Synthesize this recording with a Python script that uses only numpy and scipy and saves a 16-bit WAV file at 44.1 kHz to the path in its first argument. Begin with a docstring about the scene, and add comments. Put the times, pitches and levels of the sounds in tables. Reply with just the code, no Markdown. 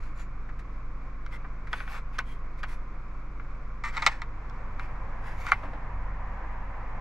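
"""Inside the cab of an idling eight-cylinder truck, with the air-conditioning blower running.
A hand turns three plastic dashboard knobs: fingers pat and rub, and springs click over notches,
making the knobs ring. The fan switch creaks and snaps up a step, and the rush of air grows as the
blower gathers speed. The heat knob knocks against its end stop and the hand bumps the dashboard.
Underneath, the engine's firing makes a low, uneven hum that swells briefly near the end."""
import sys
import numpy as np
from scipy import signal
from scipy.fft import rfft, irfft
from scipy.io import wavfile

SR = 44100
rng = np.random.default_rng(int(sys.argv[2]) if len(sys.argv) > 2 else 0)


def output_pcm(signal):
    """Save a mono or channel-first signal as 16-bit PCM at the path in sys.argv[1].

    Samples are clipped to [-1, 1] before scaling.
    """
    pcm = np.clip(np.atleast_2d(signal).T, -1, 1) * 32767
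    wavfile.write(sys.argv[1], SR, np.round(pcm).astype(np.int16))


N = 308744
T = np.arange(N) / SR
RING_TIME = T[:SR // 5]  # the 0.2 seconds a knock is given to die away


# The notes each knob rings with. Each row: pitch in Hz, relative level in dB, seconds to fade by 60 dB.
KNOB_NOTES = { "fan": [(912, -13, 0.1), (1060, -15, .12), (1230, -3, .042), (1390, -7, 0.055),
              (1965, -1.5, .033), (2230, 0, 0.026), (2480, -15, 0.045), (3700, -11, 0.036),
              (4150, -14, 0.03), (5500, -16, 0.02), (7600, -13, 0.008)], "heat": [(780, -23.5, 0.053),
              (1136, -7, 0.032), (1385, -1, 0.025), (1660, -6, 0.016), (2080, -10, .05),
              (2312, -10.5, 0.025)], "vent": [(1066, -10, 0.12), (1290, 5, 0.025), (1483, 2.5, 0.061),
              (1598, 8.5, 0.017), (1930, 2.5, 0.024), (2350, -3, 0.036), (3380, -3.5, 0.016)]}
# How hard each knob shakes the panel. Each entry: knob, level in dB compared with its own ring.
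RATTLE_DB = {"fan": -8, "heat": -12, "vent": -6}
# The tone of the first sharp tick. Each row: frequency in Hz, relative level in dB.
TICK_TONE = [(300, -32), (1200, -4), (2200, -9), (3000, 1), (4200, 2.5), (7800, -10), (8300, -19),
             (12500, -22), (15000, -36)]
# The tone of the rattling panel. Each row: frequency in Hz, relative level in dB.
PANEL_TONE = [(150, -34.5), (550, -5), (900, 4.5), (1250, -1), (1750, 2.5), (2250, 4), (2900, -6),
              (3700, -15), (8000, -39.5), (15000, -42)]
# Notches, rebounds, taps and stops. Each row: start in seconds, knob, ring level in dB,
# tick level in dB, then any notes this hit brings out, as (pitch in Hz, boost in dB).
KNOB_HITS = [ (1.263, "heat", -32, -39.5), (1.730, "vent", -21, -29.5, (1980, 5), (3330, 7)),
             (1.734, "vent", -24.5, -42), (1.802, "vent", -27, -43), (1.876, "vent", -30, -52),
             (2.184, "vent", -28, -32), (2.188, "vent", -18, -22.5), (2.6314, "vent", -28, -34),
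             (2.6363, "vent", -25, -33.5), (3.397, "heat", -30.5, -56), (3.838, "fan", -27, -36),
             (3.968, "fan", -22, -28), (3.9745, "fan", -22, -36), (3.979, "fan", -22, -35),
             (4.021, "fan", -21.5, -30), (4.0243, "fan", -18, -26, (1580, 10)), (4.0638, "fan", -4.5, -5.5),
             (4.0698, "fan", -12, -14), (4.0748, "fan", -15, -26), (4.218, "fan", -26, -32.5, (1650, 14)),
             (4.497, "heat", -43, -42.5), (4.795, "heat", -23.5, -37.5), (5.466, "heat", -20.5, -30.5),
             (5.5175, "heat", -18, -22.5), (5.5184, "heat", -2.2, -32), (5.5305, "heat", -17.5, -45)]

def clicks(landing_s=.0006, rattle_lag_s=.002, echo_s=.0105, echo_db=-19, firm_tick_db=-28):
    """A spring ticks over its ridge, the knob lands and rings, and the panel rattles."""
    out = np.zeros((2, N))
    for start, knob, body_db, tick_db, *notes in KNOB_HITS:
        # a gentle hit stays in contact longer, so it rings and ticks duller
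        body = ring(KNOB_NOTES[knob], tilt_db=.12 * (body_db + 8))
        body = emphasise(body * undb(body_db) / np.abs(body).max(), notes)
        dulling = [(4500, 0), (12000, .8 * min(tick_db - firm_tick_db, 0))]
        tick = burst(TICK_TONE, fade_s=.009, side_db=-4) * undb(tick_db + 9)
        # the cab scatters the tick into a short, duller tail
        tail = burst(TICK_TONE, fade_s=.07, side_db=-4) * undb(tick_db)
        tail = colour(tail, [(4500, 0), (12000, -5)])
        rattle = burst(PANEL_TONE, fade_s=.075, side_db=-6.5)
        rattle *= np.linalg.norm(body) * undb(RATTLE_DB[knob])
        add(out, colour(sizzle(tick, knob), dulling), start)
        add(out, colour(sizzle(tail, knob), dulling) + rattle, start + rattle_lag_s)
        add(out, body, start + landing_s)
        add(out, body * undb(echo_db), start + landing_s + echo_s)  # off the windscreen
    return out


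def ring(notes, tilt_db=0, vary_db=.8):
    """A struck knob rings with fading notes, never twice alike; tilt_db brightens it per octave."""
    luck_db = vary_db * rng.standard_normal(len(notes))
    out = np.zeros(len(RING_TIME))
    for k, (hz, db, fade_s) in enumerate(notes):
        level_db = db + luck_db[k] + tilt_db * np.log2(hz / 1000) - 60 * RING_TIME / fade_s
        direction = (-1) ** k  # neighbouring notes swing against each other
        out += direction * undb(level_db) * np.sin(2 * np.pi * hz * RING_TIME)
    return out


# The tone of a thud on the dashboard. Each row: frequency in Hz, relative level in dB.
THUD_TONE = [(85, -3), (170, -20), (290, 10.5), (400, -9.5), (600, 4.5), (1500, -2.5), (12000, -56)]
# The hand's bumps. Each row: start in seconds, energy in dB.
HAND_BUMPS = [(5.632, -10), (5.732, -12)]

def bumps():
    """The hand bumps the dashboard as it lets go, making dull thuds."""
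    out = np.zeros((2, N))
    for start, db in HAND_BUMPS:
        add(out, burst(THUD_TONE, fade_s=.18, side_db=-6) * undb(db), start)
    return out


# The tone of skin on plastic. Each row: frequency in Hz, relative level in dB.
SKIN_TONE = [(400, -39.5), (800, -9), (1200, -3), (2250, -3.5), (3000, -16.5), (4200, -18.5), (7000, -24),
             (8500, -30), (13000, -34), (15000, -52)]
# Fingertips landing. Each row: start in seconds, level in dB, treble change in dB.
FINGER_PATS = [(.489, -18, -22), (.590, -22, -2), (1.443, -14.5, -38), (1.669, -16.5, -15)]

def pats():
    """The pad of a finger settles on plastic with a brief, soft pat."""
    out = np.zeros((2, N))
    for start, db, treble_db in FINGER_PATS:
        pat = burst(SKIN_TONE, fade_s=.07, side_db=-6, rise_s=.003)
        add(out, colour(pat, [(1500, 0), (12000, treble_db)]) * undb(db), start)
    return out


# Finger strokes. 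Each row: firmest moment in seconds, knob, half the length in seconds, level in dB,
# treble slope in dB per octave, then any squeaks, as (pitch in Hz, boost in dB).
FINGER_RUBS = [ (0.04, "heat", 0.14, -55, -0.7, (6850, 7)), (0.2, "heat", 0.11, -49, -1.2, (7000, 13)),
               (1.335, "heat", 0.07, -46, -1.7, (2090, 8), (3350, 10)), (1.778, "vent", 0.19, -45.5, -1),
               (1.914, "vent", 0.11, -44.5, -2, (11600, 11)), (1.956, "vent", 0.09, -39, -2),
               (2.152, "vent", 0.074, -49.5, -1.8), (2.298, "vent", .15, -58.5, 1.7, (3270, 14)),
               (2.594, "vent", .05, -53, -.7), (2.713, "vent", 0.12, -49, -.2),
               (3.955, "fan", 0.11, -45, -.5), (4.053, "fan", .035, -40, 0),
               (4.057, "fan", 0.25, -40, -2.5), (4.826, "heat", 0.15, -50.5, -3),
               (5.282, "heat", 0.15, -45, -2), (5.428, "heat", 0.16, -46.5, -1.1, (6750, 6), (12000, 11)),
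               (5.488, "heat", 0.09, -37, -3.9), (5.6, "heat", 0.28, -52, -3)]

def rubs(swell_share=.42, slips_per_s=8000, scatter_db=3.5, drag_db=2):
    """Skin sticks and slips over the plastic in short strokes; some grips squeak thinly."""
    grain = spread(slips(slips_per_s, scatter_db), slips(slips_per_s, scatter_db), side_db=-3)
    skin = unit(colour(grain, SKIN_TONE)) * undb(drag_db * wander(55))  # the finger drags unevenly
    out = np.zeros((2, N))
    for firmest_s, knob, half_s, db, tilt_db, *squeaks in FINGER_RUBS:
        progress = (T - firmest_s) / (2 * half_s) + swell_share
        during = np.flatnonzero((progress > 0) & (progress < 1))
        # the finger presses in, then eases off more slowly
        press = np.sin(np.interp(progress[during], [0, swell_share, 1], [0, np.pi / 2, np.pi])) ** 6
        stroke = colour(skin[:, during] * press, [(1500, 0), (12000, 3 * tilt_db)])
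        stroke = sizzle(emphasise(stroke, squeaks, q=28), knob)
        add(out, dashboard_echoes(stroke) * undb(db), T[during[0]])
    return out


# The notes of the fan knob's loose cap. Each row: pitch in Hz, relative level in dB.
CAP_NOTES = [(915, 0), (1170, 0), (1310, -2), (1830, -1), (2050, 0), (2305, 1.5), (7520, -24)]

def creak(start_s=3.837, attack_s=.0039, hold_s=.051, release_s=.034, ease_db_per_s=100):
    """Quick slips on the shaft keep the fan knob's cap ringing as it is gripped."""
    shaft = slips(per_s=4100, scatter_db=4.5)
    cap_ring = ring([(hz, db, .14) for hz, db in CAP_NOTES])
    cap = unit(signal.fftconvolve(shaft, cap_ring)[:N])
    scrape = unit(sizzle(colour(shaft, SKIN_TONE), "fan"))
    age = np.maximum(T - start_s, 0)
    attack = np.minimum(age / attack_s, 1)
    release = np.clip(1 - (age - hold_s) / release_s, 0, 1)
    grip = attack * undb(-28.5 - ease_db_per_s * age) * release
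    return grip * (undb(-3) * cap + undb(-8) * scrape)


# Each knob's sizzle; the stiff fan switch has the least. Each entry: knob, change in dB.
SIZZLE_DB = {"fan": -6, "heat": 3, "vent": 3}

def sizzle(x, knob):
    """Lift or cut a knob's sharp sounds above about 8000 Hz."""
    return colour(x, [(8100, 0), (8800, SIZZLE_DB[knob])])


def dashboard_echoes(x, fade_s=.016, db=-7):
    """Quick echoes between hand, knob and dashboard colour the sound, differently left and right."""
    early = RING_TIME[:SR // 100]
    echoes = rng.standard_normal((2, len(early))) * undb(-60 * early / fade_s)
    echoes = colour(spread(*echoes, side_db=-3.5), [(800, -5), (3000, -8)])
    echoes = unit(echoes) / np.sqrt(len(early)) * undb(db)
    reflected = signal.fftconvolve(x, echoes, axes=-1)[:, :x.shape[-1]]
    return (x + reflected) / np.hypot(1, undb(db))


# Vent air on the slow and the fast fan step. 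Each row: frequency in Hz, relative level in dB.
SLOW_AIR_TONE = [(380, -18.5), (520, -13), (620, -18.5), (740, -16.5), (850, -20), (1060, -9.5),
                 (1400, -14.5), (1800, -23), (2300, -20), (2900, -39.5), (6000, -45), (7600, -51),
                 (9000, -64)]
FAST_AIR_TONE = [(380, -17), (520, -6.5), (620, -11), (790, -4), (860, -7.5), (1000, -1), (1400, -11.5),
                 (1800, -11), (2300, -17), (2900, -32), (3800, -39.5), (6000, -44.5), (7400, -48),
                 (9000, -62)]
# The rumble of the ducts and the cab. Each row: frequency in Hz, relative level in dB.
RUMBLE_TONE = [(5, -6.5), (14, 2), (24, -1.5), (35, -12.5), (62, -20.5), (80, -16.5), (100, -9), (122, -16),
               (230, -17), (320, -20.5), (450, -37), (900, -66)]

def blower(step_s=4.07, lag_s=.68, slow_db=-51.5, fast_db=-44):
    """Air rushes through the vents; as the fan wheel speeds up, it also buffets the ducts."""
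    speedup = settle(step_s, lag_s)
    slow = rush([(120, -37.5)] + SLOW_AIR_TONE + [(15000, -65)], side_db=4)
    fast = rush([(120, -37.5)] + FAST_AIR_TONE + [(15000, -65)], side_db=4)
    air_db = slow_db + speedup * (fast_db - slow_db) + .5 * wander(9.4)
    air = (np.sqrt(1 - speedup) * slow + np.sqrt(speedup) * fast) * undb(air_db)
    buffet_tone = [(55, -39.5), (66, -24), (79, 9.5), (100, 2), (125, -7.5), (220, -11), (900, -77.5)]
    buffet = undb(-46.5) * np.sqrt(speedup) * rush(buffet_tone, side_db=-8)
    rumble = undb(-45.5) * rush(RUMBLE_TONE + [(3000, -100)], side_db=-.5)
    return air + buffet + rumble


# The uneven exhaust beat. Each entry: vibrations per round of eight firings, level in dB.
EXHAUST_BEAT = {3: -35, 5: -48, 9: -57, 11: -63, 16: -60}

def engine(idle_hz=43.3, load_s=5.9, sag_hz=.3, swell_db=5.5, pump_hz=133.7, pump_fade_db_per_s=9.5):
    """Eight cylinders fire in a low, uneven hum, and a belt-driven pump hums above them."""
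    # the engine takes up more load: its note sags and swells, then eases back
    load = settle(load_s, .04) * (1 - settle(load_s, 1.3)) ** 2
    firing_hz = idle_hz - sag_hz * load + .12 * wander(1.5)
    cycle = phase(firing_hz / 8)
    out = undb(-40 + swell_db * load + .9 * wander(4)) * np.sin(8 * cycle)
    for multiple, db in EXHAUST_BEAT.items():
        out += undb(db + wander(5.1)) * np.sin(multiple * cycle + rng.uniform(0, 2 * np.pi))
    pump = np.sin(phase(pump_hz + .82 * wander(1.53)))
    pump_db = -54 - pump_fade_db_per_s * np.maximum(T - load_s, 0)  # sinks away under the load
    out += undb(pump_db + wander(5.3)) * pump
    return np.sqrt(2) * out


def whistle(hz=1067, width_hz=18, db=-68):
    """Air passing over the vent slats makes a faint, unsteady tone."""
    strength = np.sqrt(2) * undb(db) * wander(width_hz)
    return strength * np.sin(phase(hz + width_hz * wander(20)))


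def burst(tone, fade_s, side_db, rise_s=.0005):
    """A flurry of small vibrations with a total energy of 1, dying by 60 dB in fade_s."""
    fade = undb(-60 * RING_TIME / fade_s) * (1 - np.exp(-RING_TIME / rise_s))
    noise = rng.standard_normal((2, len(RING_TIME))) * fade
    return unit(colour(spread(*noise, side_db), tone)) / np.sqrt(len(RING_TIME))


def slips(per_s, scatter_db):
    """A surface sticks and lets go, over and over, in tiny jolts of random size."""
    chance, size = rng.random(N), rng.standard_normal((2, N))
    return (chance < per_s / SR) * np.sign(size[0]) * undb(scatter_db * size[1])


def rush(tone, side_db):
    """Swirling air: steady stereo noise with the given tone."""
    return unit(colour(spread(*rng.standard_normal((2, N)), side_db), tone))


def spread(mid, side, side_db):
    """Make left and right: alike in the bass, further apart in the treble."""
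    side = colour(side, [(100, -26.5), (300, -20), (1200, -14.5), (3000, -4.5), (12000, -9.5)])
    side *= undb(side_db)
    return np.array([mid + side, mid - side])


def emphasise(x, notes, q=17):
    """Bring out notes, each (pitch in Hz, boost in dB); a higher q makes them narrower."""
    return x + sum(undb(db) * signal.lfilter(*signal.iirpeak(hz, q, fs=SR), x) for hz, db in notes)


def colour(x, tone):
    """Shape a sound's bass and treble to follow rows of (Hz, dB)."""
    size = x.shape[-1]
    cepstrum = irfft(np.log(undb(across(tone, size))), size)
    # fold the filter so that it rings after a hit, not before
    cepstrum[1:size // 2] *= 2
    cepstrum[size // 2 + 1:] = 0
    return irfft(rfft(x) * np.exp(rfft(cepstrum)), size)


def across(points, size):
    """Fill in rows of (Hz, value) for every frequency in a sound of this size."""
    hz, value = np.transpose(points)
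    return np.interp(np.log(np.arange(size // 2 + 1) * SR / size + 1), np.log(hz), value)


def wander(turns_per_s):
    """A random drift, mostly between -1 and 1."""
    points = rng.standard_normal(1024)
    return np.interp(T * turns_per_s, np.arange(len(points)), points)


def settle(start_s, lag_s):
    """Glide from 0 towards 1, as something heavy follows a switch."""
    return 1 - np.exp(-np.maximum(T - start_s, 0) / lag_s)


def phase(hz):
    """The running angle of a wave whose pitch changes."""
    return 2 * np.pi * np.cumsum(hz) / SR


def add(out, x, start_s):
    """Mix a short sound in at the given time."""
    i = max(int(start_s * SR), 0)
    out[:, i:i + x.shape[-1]] += x[..., :N - i]


def undb(db):
    """Turn decibels into a number to multiply by."""
    return 10 ** (np.asarray(db) / 20)


def unit(x):
    """Scale a sound to an average (rms) level of 1."""
    return x / np.sqrt(np.mean(x ** 2))


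# How far the knobs' sound on the left runs ahead of the right.
# Each row: frequency in Hz, lead in radians (below zero, the left lags).
LEFT_LEAD = [(100, 0), (1300, -.35), (2300, -1), (3000, -1.1), (5250, .5), (6700, -1), (9400, .6),
             (14000, 1.3)]

def scene():
    """The knobs sound from close in front; blower and engine fill the cab."""
    knobs = clicks() + bumps() + pats() + rubs() + creak()
    sides = np.array([[.5], [-.5]])  # left, right
    placement = np.exp(1j * sides * across(LEFT_LEAD, N)) * undb(sides * 1.1)
    cab = (engine() + blower() + whistle()) * undb(sides * -.4)
    return cab + irfft(rfft(knobs) * placement, N)


def record(dry):
    """Fade quickly in and out, and cut the treble above 15500 Hz."""
    fade = np.clip(np.minimum(T, T[-1] - T) / .004, 0, 1)
    treble_cut = signal.ellip(10, .2, 80, 15500, fs=SR, output="sos")
    return signal.sosfilt(treble_cut, dry * fade)


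dry = scene()
out = record(dry)
output_pcm(out)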